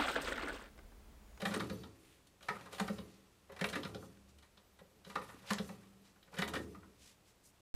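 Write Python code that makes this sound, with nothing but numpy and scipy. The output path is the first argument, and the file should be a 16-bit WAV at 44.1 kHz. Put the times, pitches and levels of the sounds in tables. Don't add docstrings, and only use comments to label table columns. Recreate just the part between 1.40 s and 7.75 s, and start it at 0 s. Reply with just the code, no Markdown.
import sys
import numpy as np
from scipy import signal
from scipy.fft import rfft, irfft, next_fast_len
from scipy.io import wavfile
from scipy.ndimage import uniform_filter1d

SR = 44100
rng = np.random.default_rng(int(sys.argv[2]) if len(sys.argv) > 2 else 0)


def persist_wave(psi):
    counts = np.round(np.clip(psi, -1, 1) * 32767).astype(np.int16)
    wavfile.write(sys.argv[1], SR, np.atleast_2d(counts).T)


def undo_db(level):
    steps = np.asarray(level, float) / 20
    return 10 ** steps


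N = 280015
T = np.arange(N) / SR
M = next_fast_len(N)
HZ = np.fft.rfftfreq(M, 1 / SR)

# t/s, force/dB, sharpness/dB, contact length/s
CLUNKS = [(0.0511, -31.5, -2, 0.0077), (0.138, -37, 4, 0.0078), (0.162, -37.5, 9, 0.0022),
          (0.202, -35.5, 0.5, 0.0054), (0.299, -47.5, -1, 0.0059), (1.084, -30, -6.5, 0.0065),
          (1.208, -53, 5.5, 0.0049), (1.326, -50.5, 11.5, 0.0084), (1.321, -48.5, -6, 0.005),
          (1.381, -47, 3.5, 0.0099), (1.397, -32, 5, 0.0049), (1.477, -40.5, 1.5, 0.007),
          (2.446, -43.5, -6, 0.0094), (3.754, -33.5, -5, 0.0073), (4.103, -31.5, 2, 0.0081),
          (4.182, -39.5, 1, 0.0034), (4.289, -45.5, -6, 0.0058), (4.985, -38, 7, 0.0087),
          (5.129, -46, -10, 0.011), (5.135, -42, 5, 0.01), (5.345, -51, -14, 0.006),
          (5.429, -54, -30, 0.0031), (4.758, -61.5, -17, 0.0048)]
# t/s, force/dB, sharpness/dB, contact length/s
SLAPS = [(0.016, -40, 0, 0.0066), (2.19, -44.5, -9, 0.0065), (2.21, -33.5, -2, 0.0057),
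         (2.241, -26, -5.5, 0.0035), (2.327, -41.5, -4, 0.013), (2.353, -37.5, -2.5, 0.0085),
         (4.1335, -42, 24, 0.0016), (5.0178, -33.5, -2.5, 0.0072), (5.076, -46.5, 11.5, 0.0097),
         (5.151, -39.5, -2.5, 0.012), (2.162, -53, 2, 0.0074), (3.023, -65, 7, 0.014),
         (3.388, -60.5, 5, 0.0075), (4.966, -47, -9, 0.018)]
# t/s, force/dB, sharpness/dB, contact length/s
SCUFFS = [(0.108, -44.5, -4, 0.022), (1.007, -60.5, 4, 0.0056), (1.15, -50, -8, 0.012),
          (1.255, -53.5, -4, 0.015), (2.093, -56.5, -12, 0.011), (2.118, -55.5, -1, 0.012),
          (2.625, -49, -18, 0.002), (3.662, -61.5, -3.5, 0.012), (3.696, -51.5, 2, 0.013),
          (3.812, -50, -6, 0.011), (3.885, -53.5, -5, 0.016), (4.024, -62, -5, 0.033),
          (4.428, -67, 7, 0.0093), (4.875, -60, -12, 0.0059), (4.926, -55.5, -13, 0.0065),
          (4.938, -52, 4, 0.0092), (4.969, -51, -17, 0.0065), (3.173, -63.5, -7, 0.0048)]
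# t/s, force/dB, sharpness/dB
TICKS = [(.002, -49, -20), (.080, -46.5, 20), (.296, -41, -2), (4.649, -59.5, 8), (1.258, -60, 22),
         (.196, -39.5, -16), (0.434, -49, -21), (0.869, -59.5, 30), (1.026, -48, 6), (1.345, -44.5, 15),
         (1.582, -46, -18), (2.2865, -38, 12), (2.296, -41.5, 22), (2.431, -41.5, -15), (2.545, -42, -7),
         (2.448, -44, -4), (2.984, -55.5, 14), (3.172, -56, -8), (3.696, -60.5, 18), (3.647, -51, -9),
         (4.183, -37.5, -7), (4.826, -58.5, -12)]
# share/dB, slope/(dB per dB of sharpness)
HEAVY_PATH = [(-0.5, 0), (-6, 0.23), (-4.5, 0.69), (-12.5, 1)]
PIN_PATH = [(-2, 0.22), (-2.5, 0), (-1.5, 0.37), (-10, 0.73)]
LIGHT_PATH = [(-9.5, -0.27), (-14.5, -0.065), (-0.5, -0.12), (-13, 0.43)]
# f/Hz, width/Hz, level/dB
FRAME = [(796, 140, -5), (873, 60, -5), (1010, 150, -3.5), (1192, 110, -1.5), (1308, 73, -2),
         (1343.6, 69, -1.5), (1491, 100, -7.5), (1692, 230, -10), (1875.6, 56.6, -1), (1889, 163, 0),
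         (2190, 237, -5), (2328, 223, -5.5), (2723, 183, -10.5)]
# f/Hz, width/Hz, level/dB
LINKAGE = [(3120, 820, 0.5), (3570, 95, -4.5), (3780, 373, 2), (4030, 710, 3), (4660, 310, -6),
           (5270, 740, -8)]
# f/Hz, level/(dB per Hz)
EDGE = [(2350, -14), (4000, 5.5), (4940, -7), (6400, -1.5), (8800, -3), (11800, -7), (13200, -12.5),
        (15600, -18.5)]
# t/s, peak level/dB, f/Hz
CRACKS = [
    (.0585, -26, 2200),
    (4.1343, -21.5, 5500),
    (5.0245, -25, 2800),
    (2.2487, -28, 2200),
]
# t/s, level/dB, f/Hz
PINGS = [(0.058, -24, 1420), (0.137, -29, 1770), (0.205, -31, 1190), (0.297, -40, 1480), (0.435, -44, 3630),
         (1.085, -29, 1260), (1.4, -28, 1190), (1.482, -36, 1200), (1.586, -40, 1010), (2.165, -45.5, 1960),
         (2.211, -28.5, 1840), (2.244, -25, 2370), (2.333, -32, 1480), (2.355, -29, 1810),
         (2.432, -34, 980), (2.546, -38, 3160), (3.648, -51, 4480), (3.756, -27, 1186), (3.889, -46, 1930),
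         (4.106, -23.5, 1187), (4.183, -33, 1190), (4.291, -40, 1190), (4.83, -55, 3810), (4.929, -44, 829),
         (4.986, -29.5, 1900), (5.022, -24, 1187), (5.132, -32, 1260), (5.157, -31, 1490),
         (5.348, -46, 1200)]
# t/s, level/dB, f/Hz
MORE_PINGS = [(0.32, -38, 4000), (.196, -36, 4100), (4.184, -31, 3900), (5.133, -34, 4000),
              (4.291, -40, 1190), (1.482, -33, 1190), (1.402, -27, 1190), (1.085, -29, 1270),
              (5.347, -47, 1900), (2.212, -32, 1840), (5.432, -51, 1490)]

# t/s, top board level/dB, small boards and clamps level/dB
THUMPS = [(.022, -36.5, -37.5), (0.063, -35, -50), (0.107, -43, -57), (.138, -59, -41),
          (.164, -43.5, -48.5), (0.205, -41, -52), (.302, -38.5, -40), (1.101, -43.5, -41),
          (1.327, -72, -47.5), (1.405, -32, -41), (1.495, -34, -39), (1.585, -43, -47), (2.096, -60, -46.5),
          (2.212, -32.5, -36.5), (2.245, -43, -39), (2.331, -41, -57), (2.359, -55, -41), (2.445, -41, -48),
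          (2.548, -41.5, -42.5), (3.41, -57.5, -51), (3.665, -49, -51.5), (3.763, -44.5, -41),
          (4.108, -32, -39), (4.193, -34, -39), (4.296, -44.5, -48.5), (4.986, -31.5, -39),
          (5.024, -40.5, -40.5), (5.138, -43.5, -43), (5.162, -61, -41), (5.196, -42.5, -50)]
# t/s, level/dB
LURCHES = [
    (.162, -34.5),
    (2.36, -38),
    (2.387, -44.5),
    (3.94, -53.5),
    (5.158, -39),
    (5.195, -41),
]
# f/Hz, width/Hz, level/dB
BOARD = [(173, 24, 0), (200, 20, .3), (235, 35, -13)]
# f/Hz, width/Hz, level/dB
BENCH = [(270, 45, 0), (341.7, 45, 0.4), (385, 45, -8), (423, 30, -1), (471, 55, -3), (519, 28, -2),
         (551, 35, 0), (630, 80, -4), (726, 110, -5), (860, 150, -8)]
# f/Hz, width/Hz, level/dB
PLANKS = [(225, 50, -2), (285, 50, 0), (345, 50, 0), (423, 45, -2)]
# f/Hz, width/Hz, level/dB
LINGER = [(190.8, 4.4, -28), (194.5, 4.5, -30), (385.7, 2, -31.5), (423, 3.9, -30.5)]

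# full speed t/s, held for/s, effort/dB, load on the bench/dB
SPINS = [
    (.02, 0.19, -53.5, 1.5),
    (1.08, 0.16, -62.5, -5.5),
    (1.38, 0.12, -57, -6.5),
    (2.245, 0.215, -60, 3.5),
    (2.62, 0.039, -87, -1),
    (3.42, 0.011, -86.5, 12),
    (3.72, 0.23, -61.5, -15),
    (4.12, 0.12, -59, -6),
    (4.98, 0.21, -63, 6),
]
GRIPS = [-.2, 1.02, 1.315, 2.09, 2.5, 3.385, 3.647, 4.022, 4.92]
FOLLOW = {"board": (0.15, -1, 146, 90.5, -77.5), "clamps": (-0.03, 2.5, 130, 73.5, -83),
          "planks": (0.13, 1.5, 122, 70, -81), "rumble": (0.0, -1, 150.5, 64, -81),
          "gas": (-0.045, -3.5, 203, 56.5, -81), "shelf": (0.11, -1, 147, 69, -84)}
# f/Hz, level/(dB per Hz)
HISS = [(880, -40), (1500, -11.5), (2140, -4.5), (2500, 1), (3490, -1), (6530, -6), (11600, -8.5),
        (15600, -18)]

# t/s, held for/s, rim level/dB, hub level/dB
RINGING = [
    (.12, .1, 3, 0),
    (.32, .09, 5, 6),
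    (1.42, .17, 5, -1),
    (2.44, .04, 1, -6),
    (2.57, .08, 2, -4),
    (4.21, .1, 3, -5),
    (5.29, .02, 1, -14),
]
# f/Hz, level/dB
SING = [(2719, -12), (3467, -3), (3930, -9), (4533, 0), (5082, -9), (5518, -10), (6078, -4), (6923, -8),
        (8753, -6), (9259, -10), (7400, -11), (10700, -13), (14200, -16), (9970, -11), (11499, -10),
        (12075, -13), (12866, -15), (13474, -14), (15052, -16)]
# t/s, length/s, first f/Hz, last f/Hz, level/dB
SQUEAKS = [(1.51, .025, 14600, 15500, -82), (1.59, .035, 15600, 14300, -83), (1.62, .04, 14300, 14300, -83),
           (1.61, .06, 12000, 10500, -83), (1.72, .1, 12500, 11000, -90), (3.19, .07, 10700, 12800, -87),
           (3.25, .05, 11700, 11800, -84), (3.32, .05, 12000, 11750, -85), (3.4, .07, 11700, 11600, -86),
           (3.32, .045, 14650, 14500, -86), (3.255, .04, 14500, 14800, -89), (3.35, .04, 10400, 11300, -89),
           (3.5, .05, 14900, 14100, -93), (3.47, .08, 12200, 10800, -88), (3.56, .04, 12200, 11400, -86),
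           (4.55, .03, 14200, 15500, -87), (4.6, .05, 10800, 12000, -86), (4.75, .05, 11700, 10900, -85),
           (4.79, .075, 10800, 12100, -88), (4.81, .045, 13400, 13900, -87),
           (5.23, .055, 14400, 14000, -87), (5.308, .07, 15600, 13700, -88), (5.352, .07, 11100, 9200, -90)]
# t/s, length/s, level/dB, centre f/Hz,
# width/octaves
SWISHES = [(0.48, 0.39, -75, 11500, 0.56), (0.548, 0.32, -71.5, 2340, 0.78), (0.05, .05, -56.5, 11000, .6),
           (0.318, .05, -66, 11800, 0.32), (1.143, .035, -68, 10000, .5),
           (2.245, 0.041, -56.5, 11000, 0.44), (3.813, 0.047, -66, 11000, .4),
           (3.88, 0.065, -68, 10000, .5), (4.26, 0.031, -74, 12500, .3), (4.17, 0.19, -65, 7500, 1.1),
           (2.56, 0.14, -70, 9500, 1), (2.46, .045, -66.5, 10500, 0.66), (1.5, 0.085, -67.5, 7000, 1),
           (5.16, 0.0496, -65, 10000, 0.67), (5.19, 0.081, -66.5, 6300, 1.3), (4.05, .07, -57.5, 2400, 1.1),
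           (4.1, .05, -56.5, 12000, .4), (5.075, .03, -58, 13000, .35), (5.0, 0.071, -62, 12500, .4),
           (0.14, .012, -48, 8500, .1), (0.17, .012, -57, 8800, .15), (2.769, 0.0093, -70, 2400, 1.1),
           (2.118, .008, -65.5, 11500, .3), (1.64, .2, -72.5, 3400, 1.1), (3.9, 0.09, -70.5, 1300, .7),
           (1.1, 0.18, -64, 1360, .8), (2.877, .04, -72, 5000, 1.24), (4.08, 0.081, -52, 2000, 1.4),
           (4.61, 0.13, -70.5, 3100, 1.4), (5.565, 0.2, -62, 4900, 1.5), (5.845, 0.092, -71, 5960, 1.5),
           (6.026, 0.091, -65.5, 9100, 0.75)]

# t/s, held for/s, level/dB
LEANS = [(.2, 0.23, -62), (1.12, 0.039, -71.5), (1.5, 0.061, -59.5), (2.25, 0.091, -59), (2.5, 0.06, -61),
         (2.76, 0.21, -67.5), (3.36, 0.044, -74.5), (3.76, 0.067, -68.5), (4.23, 0.045, -65.5),
         (5.1, 0.17, -56.5), (5.6, 0.053, -74)]
# t/s, held for/s, level/dB
HUMS = [
    (1.68, 0.064, -68),
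    (2.741, 0.11, -67.5),
    (3.95, 0.073, -73),
    (4.47, 0.071, -65),
    (5.399, 0.15, -72),
]
# f/Hz, width/Hz, level/dB
SWAY_MODES = [(72, 13, 0), (108, 45, 0)]
# f/Hz, width/Hz, level/dB
PANEL = (197, 8, 0)

# f/Hz, T60/s
ROOM_T60 = [(150, 0.36), (600, 0.3), (2500, 0.15), (10000, 0.17)]
# f/Hz, level/(dB per Hz)
AIR = [(12, -28.5), (20, 10.5), (208, -9), (384, -7.5), (689, -11), (1730, -16), (7790, -22.5),
       (15600, -28.5)]
OFFSET = [
    [-.0178],
    [.0178],
]


def evened(x):
    return x / np.sqrt(np.mean(x ** 2) + 1e-20)


def read(points, hz):
    f, value = np.transpose(points)
    return np.interp(np.log(hz + 1), np.log(f + 1), value)


def coloured(x, points):
    return irfft(rfft(x, M) * undo_db(read(points, HZ)), M)[:N]


def body(x, modes):
    narrowest = min(width for _, width, _ in modes)
    u = np.arange(int(3 * SR / narrowest)) / SR
    response = np.zeros(len(u))
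    for k, (hz, width, db) in enumerate(modes):
        decay = np.sqrt(width) * np.exp(-np.pi * width * u)
        response += (-1) ** k * undo_db(db) * decay * np.sin(2 * np.pi * hz * u)
    return signal.oaconvolve(x, response / np.linalg.norm(response))[:N]


def slow_noise(hz):
    size = int(SR / hz)
    return evened(uniform_filter1d(uniform_filter1d(rng.standard_normal(N), size), size))


def flutter(hz, db):
    return undo_db(db * slow_noise(hz))


def steady(x, seconds):
    return x / np.sqrt(abs(uniform_filter1d(x ** 2, int(seconds * SR))) + 1e-9)


def swell(at, hold, peak_db, rise, fall, start=None):
    at, hold, peak_db = (np.asarray(v)[:, None] for v in (at, hold, peak_db))
    coarse = T[::64]
    slope = np.minimum(rise * (coarse - at), fall * (at + hold - coarse))
    db = peak_db + np.minimum(slope, 0)
    if start is not None:
        db = db + 3000 * np.minimum(coarse - np.array(start)[:, None], 0)
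    return np.interp(T, coarse, np.sqrt((undo_db(db) ** 2).sum(0)))


def following(part, load=0):
    lag, share_db, rise, fall, rest_db = FOLLOW[part]
    at, hold, effort_db, load_db = np.transpose(SPINS)
    peak_db = effort_db + share_db + load * load_db
    return swell(at + lag, hold, peak_db, rise, fall, GRIPS) + undo_db(rest_db)


def knocks():
    tick_s = 0.0053
    rows = [(*row, HEAVY_PATH) for row in CLUNKS + SCUFFS]
    rows += [(*row, PIN_PATH) for row in SLAPS]
    rows += [(*row, tick_s, LIGHT_PATH) for row in TICKS]
    size = 3000
    drive = np.zeros((4, N + size))
    unevenness = undo_db(2.33 * rng.standard_normal((len(rows), size)) - 3.0)
    chatter = rng.standard_normal((len(rows), size)) * unevenness
    u = np.arange(size) / SR
    for (s, force_db, sharp_db, length, path), noise in zip(rows, chatter):
        length = np.clip(length, .001, .03)
        share_db, slope = np.transpose(path)
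        light = (1 - np.exp(-u / 0.002)) * np.exp(-u / length)
        heavy = 2.14 * u / (0.55 * length) * np.exp(-u / (0.52 * length))
        shapes = np.array([heavy + 0.19 * light, heavy + 0.14 * light, light, light])
        gain = undo_db(force_db + share_db + slope * sharp_db)[:, None]
        first = round(s * SR)
        drive[:, first:first + size] += gain * noise * shapes
    casing, crank, tick, edge = drive[:, :N]
    edge_rms = np.sqrt(np.mean(undo_db(read(EDGE, HZ)) ** 2))
    out = undo_db(0.5) * body(casing, FRAME[:7])
    out += undo_db(4.5) * body(crank, FRAME[7:])
    out += undo_db(3.5) * body(tick, LINKAGE)
    return out + undo_db(5.5) * coloured(edge, EDGE) / edge_rms


def cracks():
    out = np.zeros(N)
    u = np.arange(-60, 60) / SR
    for s, db, hz in CRACKS:
        pulse = np.cos(2 * np.pi * hz * u) * np.exp(-.5 * (u * hz / .4) ** 2)
        out[round(s * SR) - 60:][:120] -= undo_db(db) * pulse
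    return out


def pings():
    level_db, rise_s, q, twin = -6.5, 0.0017, 14.5, 1.07
    out = np.zeros(N + 3000)
    u = np.arange(3000) / SR
    for s, db, hz in PINGS + MORE_PINGS:
        pair = np.sin(2 * np.pi * hz * u) - .45 * np.sin(2 * np.pi * hz * twin * u)
        envelope = (1 - np.exp(-u / rise_s)) * np.exp(-np.pi * hz / q * u)
        out[round(s * SR):][:len(u)] += undo_db(db + level_db) * pair * envelope
    return out[:N]


def ring(modes, spread_db, rise, loose=0.034):
    u = np.arange(SR // 4) / SR
    hz, width, db = np.transpose(modes)[:, :, None]
    db = db + spread_db * rng.standard_normal(db.shape)
    hz = hz * (1 + loose * rng.standard_normal(hz.shape))
    sign = (-1.) ** np.arange(len(modes))[:, None]
    vibration = sign * undo_db(db) * np.exp(-np.pi * width * u) * np.sin(2 * np.pi * hz * u)
    x = vibration.sum(0) * (1 - np.exp(-u / rise))
    return x / abs(x).max()


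def thumps():
    drag_board_db, drag_clamp_db = -3, -4
    nudges = [(s, db + drag_board_db, db + drag_clamp_db) for s, db, *_ in SCUFFS]
    out, blows = np.zeros(N + SR), np.zeros(N)
    for s, board_db, small_db in THUMPS + nudges:
        blow = undo_db(board_db - 0.5) * ring(BOARD, spread_db=1.5, rise=0.00163, loose=.008)
        blow += undo_db(small_db + 1.0) * ring(BENCH[2:], spread_db=2.5, rise=0.0056, loose=.015)
        out[round(s * SR):][:len(blow)] += blow
        blows[round(s * SR)] = undo_db(board_db) + undo_db(small_db)
    for s, db in LURCHES:
        out[round(s * SR):][:SR // 4] += undo_db(db + 4.0) * ring(PLANKS, spread_db=2.0, rise=0.0026)
    u = np.arange(SR) / SR
    hum = sum(undo_db(db) * np.exp(-np.pi * w * u) * np.sin(2 * np.pi * hz * u) for hz, w, db in LINGER)
    hum = hum * (1 - np.exp(-u / 0.033))
    return out[:N] + signal.oaconvolve(blows, hum)[:N]


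def turning():
    board, wood, frame, gas = rng.standard_normal((4, N))
    board = flutter(hz=25, db=2.0) * steady(body(board, BOARD), seconds=0.061)
    clamps = steady(body(wood, BENCH[4:]), seconds=0.013)
    planks = flutter(hz=15, db=2.5) * steady(body(wood, BENCH[:4]), seconds=0.018)
    rumble = body(frame * flutter(hz=120.6, db=1.5), FRAME)
    gas = flutter(hz=146, db=2.0) * flutter(hz=39.6, db=0.5) * evened(coloured(gas, HISS))
    out = following("board", load=0.95) * undo_db(-3.0) * board
    out += following("clamps", load=0.69) * undo_db(-3.0) * clamps
    out += following("planks", load=0.96) * undo_db(-1.5) * planks
    out += following("rumble") * undo_db(-5.0) * rumble
    return out + following("gas") * undo_db(-2.5) * gas


def singing():
    rise, fall, hub_hz = 130, 110, 5000
    noise, wobble = rng.standard_normal(N), flutter(hz=14, db=1.5)
    at, hold, rim_db, hub_db = np.transpose(RINGING)
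    rim, hub = swell(at, hold, rim_db, rise, fall), swell(at, hold, hub_db, rise, fall)
    out = np.zeros(N)
    for k, (hz, db) in enumerate(SING):
        part = hub if hz < hub_hz else rim
        out += undo_db(db) * part * np.roll(wobble, 9000 * k) * body(noise, [(hz, 65., 0)])
    return undo_db(-77.) * out


def squeaks():
    bow, kin_db, order = .025, -11, 9
    out = np.zeros(N)
    for start, length, first_hz, last_hz, db in SQUEAKS:
        u = np.linspace(0, 1, round(length * SR))
        pitch = first_hz + (last_hz - first_hz) * u + bow * first_hz * 4 * u * (1 - u)
        phase = 2 * np.pi * np.cumsum(pitch) / SR
        tone = sum(undo_db(kin_db * abs(k)) * np.sin(phase * (1 + k / order)) for k in range(-1, 3))
        out[round(start * SR):][:len(u)] += undo_db(db + 3) * np.sin(np.pi * u) ** .5 * tone
    return out * flutter(hz=60, db=2.5)


def swishes():
    size = 2 ** 14
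    out = np.zeros(N + size)
    hz = np.fft.rfftfreq(size, 1 / SR)
    noise = rng.standard_normal(N + size) * np.resize(flutter(hz=197.5, db=1.5), N + size)
    for s, length, db, centre_hz, octaves in SWISHES:
        at = round(s * SR)
        distance = np.log2((hz + 1) / centre_hz) / octaves
        shape = np.exp(-.5 * distance ** 2) / (1 + (hz / 11500.0) ** 4)
        hump = evened(irfft(rfft(noise[at:at + size]) * shape, size))
        arch = np.sin(np.pi * np.clip(T[:size] / length, 0, 1))
        out[at:at + size] += undo_db(db) * hump * arch ** (0.92 + 2.0 * length)
    return out[:N]


def wavering(hz, width, db):
    pitch = hz + .3 * width * slow_noise(width)
    return undo_db(db + 3) * flutter(hz=20, db=2.5) * np.sin(2 * np.pi * np.cumsum(pitch) / SR)


def sway():
    legs, shelf, panel = [wavering(*mode) for mode in SWAY_MODES + [PANEL]]
    leaning = swell(*np.transpose(LEANS), rise=110, fall=110) + undo_db(-85.5)
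    humming = swell(*np.transpose(HUMS), rise=80, fall=51)
    return leaning * legs + following("shelf", load=0.58) * shelf + humming * panel


def room(x):
    turn_s = 0.2302
    hz, t, z = signal.stft(rng.standard_normal((3, SR // 2)), SR, nperseg=512)
    decay = undo_db(-60 * t / read(ROOM_T60, hz)[:, None])
    tails = signal.istft(z * decay, SR, nperseg=512)[1]
    tails[:, :300] = 0
    tails = tails / np.linalg.norm(tails[0])
    turn = np.sqrt(2 / 3) * np.cos(np.pi * (T / turn_s + np.arange(3)[:, None]) / 3)
    return signal.oaconvolve(x * turn, tails, axes=1).sum(0)[:N]


def workshop_air():
    return undo_db(-68.5) * evened(coloured(rng.standard_normal(N), AIR))


def whine():
    return undo_db(-88.5) * np.sin(2 * np.pi * 7854 * T)


def scene():
    engine = knocks() + cracks() + pings()
    bench = thumps()
    mono = engine + bench + turning() + singing() + squeaks() + swishes() + sway()
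    mono += undo_db(-5.0) * room(engine + 0.77 * bench)
    mono += workshop_air() + whine()
    return np.array([mono, mono])


def top_cut(x):
    return signal.sosfilt(signal.butter(12, 15780, fs=SR, output="sos"), x)


def record(dry):
    cut_s, next_s = 6.2085, 6.3415
    hum_spectrum = [(20, 9.5), (500, 1.5), (3000, -5.5), (16000, -13)]  # f/Hz, level/(dB per Hz)
    hum = undo_db(-60.5) * evened(coloured(rng.standard_normal(N), hum_spectrum)) + 0.003
    dry = signal.lfilter(*signal.butter(2, 50., "high", fs=SR), dry)
    lowpass = signal.firwin(301, 15600, window=("kaiser", 8), fs=SR)
    dry = signal.oaconvolve(dry, lowpass[None], "same")
    mix = dry * (T < cut_s) + (hum + np.array(OFFSET)) * (T >= next_s)
    return top_cut(mix)


dry = scene()
out = record(dry)
persist_wave(out)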